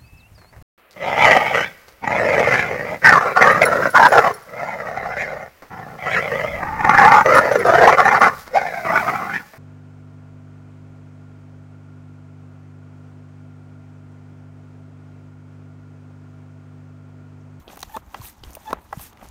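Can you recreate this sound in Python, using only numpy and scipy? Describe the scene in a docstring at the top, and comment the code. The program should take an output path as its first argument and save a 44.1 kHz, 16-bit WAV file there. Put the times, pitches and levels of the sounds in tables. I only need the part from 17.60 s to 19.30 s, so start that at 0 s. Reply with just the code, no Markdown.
"""Wind rumble and a quiet street are heard first, with faint air hiss and rubbing, as a foot pump is trodden twice.
Each stroke brings linkage ticks, a seal squeak, a knock at the bottom, a knock and thump on release, then air
hissing into the barrel. Knocks sum decaying body modes; ticks are noise bursts through linkage resonances;
thumps are short swelling sines; squeaks are wandering harmonic tones; hiss, rubbing, wind and street are
coloured noise, all but the street following a level curve in time."""
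import sys
import numpy as np
from scipy import signal
from scipy.fft import rfft, irfft
from scipy.io import wavfile
from scipy.ndimage import uniform_filter1d

SR = 44100
rng = np.random.default_rng(int(sys.argv[2]) if len(sys.argv) > 2 else 0)


def generate_wav(signal):
    """Clip the signal to [-1, 1] and save it as 16-bit WAV at the path in sys.argv[1]."""
    frames = np.transpose(np.atleast_2d(signal))
    scaled = np.clip(frames, -1, 1) * 32767
    pcm = np.round(scaled).astype(np.int16)
    wavfile.write(sys.argv[1], SR, pcm)


def convert_level_to_amplitude(level_db):
    """Map a level in decibels to its linear amplitude factor."""
    exponent = np.asarray(level_db, float) / 20
    return 10 ** exponent


N = 74970  # samples, 1.7 s

# wind rumble on the microphone: time_s, level_db
WIND_LEVEL = [(0, -49.5), (.12, -60), (.26, -44.5), (.32, -53.5), (.43, -45.5), (.51, -53.5), (.67, -46.5),
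              (.75, -63), (.82, -43.5), (.9, -46.5), (1.06, -59.5), (1.15, -43), (1.22, -56), (1.33, -47.5),
              (1.4, -46), (1.51, -55), (1.6, -53), (1.66, -47.5), (1.7, -46)]
# spectrum of the wind: frequency_hz, relative_density_db
WIND_SPECTRUM = [(15, -27), (25, -8), (45, -4), (65, 1), (100, -6.5), (160, -16.5), (300, -32.5),
                 (600, -75)]
# spectrum of the street: frequency_hz, relative_density_db
STREET_SPECTRUM = [(80, -23), (150, -8), (260, 1), (480, -16.5), (900, -3.5), (1600, -14), (3000, -26.5),
                   (6000, -32.5), (15800, -33)]
STREET_DB = -58.5
# air hiss at the valve: time_s, high_band_level_db, low_band_level_db
HISS_LEVEL = [(0, -65, -60), (.07, -71, -83), (.09, -60, -60.5), (.125, -54, -51), (.18, -67, -71.5),
              (.22, -63, -56), (.29, -63.5, -61.5), (.36, -49.5, -50), (.385, -60, -61), (.42, -77, -75.5),
              (.52, -64.5, -61.5), (.57, -58.5, -57), (.577, -55, -56), (.597, -56, -60), (.604, -62, -57),
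              (.615, -54.5, -53), (.66, -41, -47), (.69, -46.5, -53), (.76, -71.5, -65.5), (.83, -73, -69),
              (.85, -56.5, -54.5), (.95, -60.5, -62), (1.01, -62.5, -59), (1.12, -54.5, -53),
              (1.15, -71, -66.5), (1.2, -71.5, -69.5), (1.24, -62.5, -66.5), (1.29, -70, -65),
              (1.35, -59, -59.5), (1.385, -53, -55), (1.415, -41.5, -49.5), (1.46, -47, -51),
              (1.495, -59, -60), (1.54, -83, -74), (1.59, -71, -66), (1.64, -55.5, -57.5),
              (1.7, -67, -61.5)]
# spectrum of the high hiss band: frequency_hz, relative_density_db
HISS_HIGH_SPECTRUM = [(6000, -43), (8200, -1.5), (10300, -4), (12000, 1.5), (14000, -1.5), (15400, 0.5),
                      (15850, -20)]
# spectrum of the low hiss band: frequency_hz, relative_density_db
HISS_LOW_SPECTRUM = [(1200, 0), (2000, 0), (3500, 0), (5000, -3.5), (6300, 0), (7500, -3), (9000, -21),
                     (12000, -68)]
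HISS_PATCH_DB, HISS_PATCH_HZ = 2, 70.54  # spread and rate of each band's own swelling
# rubbing of shoe, cloth and piston: time_s, level_db
RUB_LEVEL = [(0, -59.5), (.07, -56.5), (.1, -50), (.2, -55), (.27, -55), (.33, -56), (.38, -50.5),
             (.42, -58), (.52, -59.5), (.56, -47.5), (.64, -52), (.76, -61.5), (.82, -66), (.85, -55.5),
             (.97, -52), (1.02, -59), (1.11, -47), (1.16, -46), (1.23, -57), (1.32, -60.5), (1.35, -49),
             (1.41, -52.5), (1.5, -59), (1.6, -55), (1.63, -46.5), (1.7, -60)]
# spectrum of the rubbing: frequency_hz, relative_density_db
RUB_SPECTRUM = [(150, 3), (300, -1), (500, -6.5), (850, -1.5), (1100, -5), (1500, -10.5), (2500, -17),
                (4000, -27.5), (8000, -68)]
RUB_GRAINS_PER_S, RUB_GRAIN_DB = 260, 3.5
# modes of the plastic pump body: frequency_hz, level_db, t60_s (before the ring factor of each knock)
BODY_MODES = [(339, 2, 0.025), (432, 1, 0.024), (513, 8, 0.016), (634, 4, 0.022), (798, 7, 0.019),
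              (1032, 6, 0.011), (1072, 2, 0.017), (1302, -0.5, 0.02), (1646, -1.5, 0.019),
              (1970, -2.5, 0.033), (2320, 1.5, 0.015)]
# knocks on the body: start_s, peak_db (before the low cut), struck_pitch_hz, spread_octaves, ring_factor
KNOCK_EVENTS = [(.078, -30.5, 380, 1.36, 0.69), (0.1313, -34, 760, 0.45, 0.67),
                (.172, -30.5, 910, 0.87, 0.66), (0.2282, -23.5, 980, 0.98, .7), (.295, -46, 780, .5, 0.78),
                (0.3646, -21, 695, 0.9, 1.7), (.368, -17.5, 1065, 0.51, 1.43),
                (0.5432, -20, 1070, 0.92, 1.2), (0.616, -35, 1010, 0.26, 1.9),
                (.835, -34.5, 735, 1.22, 0.39), (.906, -41, 557, 0.63, 0.64),
                (0.969, -28.5, 676, 0.26, 0.71), (1.107, -25.5, 714, 1.7, 1.3),
                (1.1285, -12.5, 1140, 0.42, 1.1), (1.1298, -11.5, 432, 0.71, 0.49),
                (1.326, -16.5, 980, 0.9, 1.38), (1.394, -35, 930, 0.77, 1), (1.572, -43.5, 1520, 1.8, 0.45),
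                (1.613, -38.5, 1100, 1.6, 0.87), (1.624, -35.5, 694, 0.5, 1.03),
                (1.652, -42.5, 850, 0.45, 1.6)]
KNOCK_RISE_S = 0.0018
KNOCK_LOW_CUT_HZ = 220  # removes the slow offset of the summed modes
# resonances of the metal linkage: frequency_hz, width_hz, level_db
LINKAGE_MODES = [(2450, 410, 4.5), (3280, 410, 4), (3940, 1480, 2.5), (4890, 1760, 3), (6300, 1580, -1),
                 (7700, 1200, -20), (8980, 2100, -4.5), (12250, 1600, -4), (15070, 740, 2)]
# ticks and clacks of the linkage: start_s, peak_db, rattle_t60_s, brightest_hz, fall_off_db_per_octave
TICK_EVENTS = [(.079, -34.5, 0.032, 3100, 20), (0.085, -42.5, 0.014, 3330, 19),
               (0.099, -38, 0.013, 2450, 21), (0.158, -37, 0.018, 11000, 3), (.171, -33, 0.048, 6000, 2.5),
               (0.1917, -31, 0.047, 6570, 4), (.2045, -29, 0.026, 7000, 8), (0.216, -33, 0.029, 7000, 4),
               (0.2281, -19.5, 0.025, 4240, 6), (0.365, -27.5, 0.033, 3100, 2),
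               (0.5442, -27, 0.041, 2450, 6.5), (0.6139, -36.5, 0.013, 3830, 19),
               (.654, -33.5, 0.0058, 2500, 18), (0.781, -47.5, 0.013, 6900, 11),
               (0.833, -48.5, 0.033, 4500, 8), (0.836, -28.5, 0.028, 3220, 13.5),
               (0.9056, -34.5, 0.014, 8000, 3), (0.932, -34.5, 0.021, 6900, 15),
               (.9398, -40, 0.01, 7000, 10), (0.9507, -23.5, 0.032, 13000, 3), (1.106, -33, 0.028, 3000, 4),
               (1.1291, -22, 0.02, 2880, 2.5), (1.3276, -31.5, 0.027, 2850, 2.5),
               (1.394, -33, 0.01, 3000, -1), (1.530, -41.5, 0.029, 2980, 2),
               (1.572, -46.5, 0.019, 3400, 10), (1.613, -44, 0.018, 2900, 20),
               (1.687, -36, 0.0095, 6300, 7)]
SNAP_T60_S, RATTLE_DB = .008, -7  # first snap of a tick; rattle level relative to it
BELOW_STEEPER = 2.0  # factor on the fall-off under the brightest frequency
# soft thumps of the sole and frame: start_s, peak_db, frequency_hz, length_cycles
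THUMP_EVENTS = [(.5985, -31, 108, 1.7), (0.56, -45, 46, 1.8), (.865, -31.5, 58, 1.6),
                (1.373, -26, 141, 1.38), (0.12, -51, 53, 1.5), (1.136, -41, 250, 0.52),
                (0.362, -37, 235, 3.5)]
# squeaks of the piston seal, one list each: time_s, pitch_hz, level_db
SQUEAK_TRACKS = [
    [(0.29, 812, -63), (0.297, 815.5, -55), (0.334, 934, -49), (0.346, 881, -34.5), (0.354, 879, -32),
     (0.372, 890, -38)],
    [(1.056, 860, -45), (1.068, 881, -47.5), (1.08, 860, -28), (1.104, 875, -36.5), (1.122, 930, -37.5),
     (1.128, 920, -48)],
]
# overtones of the squeak: frequency_multiple, level_db
SQUEAK_HARMONICS = [(1, 0), (2, -17), (3, -32), (4, -30)]
SQUEAK_FLUTTER_DB, SQUEAK_FLUTTER_HZ, SQUEAK_GRIT_DB = 1.8, 220, -15
SQUEAK_STEADY_DB = -42  # below this level the slip grows irregular
SQUEAK_WANDER = .07  # relative pitch spread at full irregularity
TOP_HZ, TOP_DROP_DB = 15800, 20


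def curve(rows, col=1):
    """Linear interpolation: a table column joined by straight lines in time."""
    rows = np.array(rows)
    return np.interp(np.arange(N) / SR, rows[:, 0], rows[:, col])


def noise(colour):
    """Spectral shaping: white noise weighted by a (Hz, dB) density and scaled to unit rms."""
    hz, db = np.array(colour, float).T
    f = np.maximum(np.arange(N // 2 + 1) * SR / N, 1)
    gain = convert_level_to_amplitude(np.interp(np.log(f), np.log(hz), db, left=-60, right=-90))
    x = irfft(rfft(rng.standard_normal(N)) * gain, N)
    return x / x.std()


def walk(rate_hz):
    """Smoothed random modulation: levels held for 1 / rate and slewed twice, with unit spread."""
    k = int(SR / rate_hz)
    held = np.repeat(rng.standard_normal(N // k + 1), k)
    x = uniform_filter1d(uniform_filter1d(held, k), k)[:N]
    return x / x.std()


def fade(t, t60):
    """Exponential damping: a decay by 60 dB in t60 seconds."""
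    return np.exp(-np.log(1000) * t / t60)


def add(out, start_s, sound, peak_db):
    """Superposition: a sound is normalised to its peak level and summed in at its start."""
    i = int(start_s * SR)
    n = min(len(sound), N - i)
    out[i:i + n] += sound[:n] * convert_level_to_amplitude(peak_db) / np.abs(sound).max()


def wind():
    """Turbulent pressure on a microphone: low noise whose level follows gusts and a slow random walk."""
    return noise(WIND_SPECTRUM) * convert_level_to_amplitude(curve(WIND_LEVEL) + 0.84 * walk(19.5))


def street():
    """Stationary background: coloured noise at a steady level."""
    return noise(STREET_SPECTRUM) * convert_level_to_amplitude(STREET_DB)


def patchy(x, count=14):
    """Independent band modulation: overlapping bands of a sound swell and sink each on their own."""
    spec, out = rfft(x), 0
    place = np.sqrt(np.arange(len(spec)) / len(spec)) * count  # bands widen with frequency
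    for k in range(count + 1):
        band = irfft(spec * np.clip(1 - np.abs(place - k), 0, 1), N)
        out = out + band * convert_level_to_amplitude(HISS_PATCH_DB * walk(HISS_PATCH_HZ))
    return out


def hiss():
    """Jet noise: air through a narrow gap, two noise bands sharing one sputter, made patchy."""
    sputter_db = 0.55 * walk(60.4) + 1.54 * walk(430)
    high = noise(HISS_HIGH_SPECTRUM) * convert_level_to_amplitude(curve(HISS_LEVEL) + sputter_db)
    low = noise(HISS_LOW_SPECTRUM) * convert_level_to_amplitude(curve(HISS_LEVEL, col=2) + sputter_db)
    return patchy(high + low)


def rub():
    """Sliding friction: mid-range noise made grainy by rapid random level changes."""
    return noise(RUB_SPECTRUM) * convert_level_to_amplitude(curve(RUB_LEVEL) + RUB_GRAIN_DB * walk(RUB_GRAINS_PER_S))


def knocks():
    """Modal excitation: each blow rings most the body modes near its struck pitch."""
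    out, t = np.zeros(N), np.arange(4096) / SR
    hz, db, t60 = np.array(BODY_MODES).T[:, :, None]
    for start_s, peak_db, struck_hz, spread, ring_factor in KNOCK_EVENTS:
        phase = rng.uniform(-.6, .6, (len(BODY_MODES), 1))
        share = np.exp(-(np.log2(hz / struck_hz) / max(spread, .2)) ** 2)
        modes = convert_level_to_amplitude(db) * share * np.sin(2 * np.pi * hz * t + phase) * fade(t, t60 * ring_factor)
        rise = 1 - np.exp(-(t / KNOCK_RISE_S) ** 2)
        add(out, start_s, modes.sum(axis=0) * rise, peak_db)
    low_cut = signal.butter(2, KNOCK_LOW_CUT_HZ, "high", fs=SR, output="sos")
    return signal.sosfilt(low_cut, out)


def ticks():
    """Resonant filtering: a dry snap and a short rattle of noise excite the linkage resonances."""
    out, t = np.zeros(N), np.arange(2048) / SR
    f = np.maximum(np.arange(2049) * SR / 4096, 1)
    ring = 0
    for k, (hz, width, db) in enumerate(LINKAGE_MODES):
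        resonance = 1j * f * width / (hz ** 2 - f ** 2 + 1j * f * width)
        ring = ring + convert_level_to_amplitude(db) * resonance * (-1) ** k  # neighbours alternate in sign
    for start_s, peak_db, t60, brightest_hz, slope_db in TICK_EVENTS:
        rise = 1 - np.exp(-t / 0.00019)
        shape = (fade(t, SNAP_T60_S) + convert_level_to_amplitude(RATTLE_DB) * fade(t, max(t60, .003))) * rise
        octaves = np.log2(f / brightest_hz)
        distance = np.where(octaves < 0, -BELOW_STEEPER * octaves, octaves)
        tilt = convert_level_to_amplitude(-max(slope_db, 0) * distance)  # a negative slope counts as flat
        burst = rng.standard_normal(len(t)) * shape
        add(out, start_s, irfft(rfft(burst, 4096) * ring * tilt)[:len(t)], peak_db)
    return out


def thumps():
    """Heavily damped oscillation: a push and rebound, a low sine that swells and dies within a few cycles."""
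    out = np.zeros(N)
    for start_s, peak_db, hz, cycles in THUMP_EVENTS:
        turn = np.arange(int(4 * cycles / hz * SR)) / SR * hz
        swell = turn * np.exp(-3.5 * turn / cycles)
        add(out, start_s, np.sin(2 * np.pi * turn) * swell, peak_db)
    return out


def squeaks():
    """Stick-slip of the seal: pitch wanders while faint and steadies when loud, under fluttering harmonics."""
    out, t = 0, np.arange(N) / SR
    for rows in SQUEAK_TRACKS:
        level_db = curve(rows, col=2)
        loose = np.clip((SQUEAK_STEADY_DB - level_db) / 8, .1, 1)  # irregularity of the slip
        pitch_hz = curve(rows) * (1 + SQUEAK_WANDER * loose * walk(250))
        phase = 2 * np.pi * np.cumsum(pitch_hz) / SR
        gate = np.clip(np.minimum(t - rows[0][0], rows[-1][0] - t) / 0.00065, 0, 1)
        tone = 0
        for k, db in SQUEAK_HARMONICS:
            flutter_db = (k + 2 * loose) * SQUEAK_FLUTTER_DB * walk(SQUEAK_FLUTTER_HZ)
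            tone = tone + convert_level_to_amplitude(db + flutter_db) * np.sin(k * phase)
        grit = 1 + convert_level_to_amplitude(SQUEAK_GRIT_DB) * walk(900)
        out = out + np.sqrt(2) * tone * grit * gate * convert_level_to_amplitude(level_db)
    return out


def scene():
    """Free-field superposition: all sources summed, dry in the open air."""
    pump = knocks() + ticks() + thumps() + squeaks() + hiss() + rub()
    background = wind() + street()
    return (pump + background)[None]


def band_limit(x):
    """A steep low-pass at the top of the band."""
    return signal.sosfilt(signal.butter(12, 16970, fs=SR, output="sos"), x)


def record(dry):
    """Low-pass filtering: an elliptic filter turns down everything above about 15.8 kHz."""
    top_cut = signal.ellip(5, .3, TOP_DROP_DB, TOP_HZ, fs=SR, output="sos")  # 0.3 dB passband ripple
    mix = signal.sosfilt(top_cut, dry)
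    return band_limit(mix)


dry = scene()
out = record(dry)
generate_wav(out)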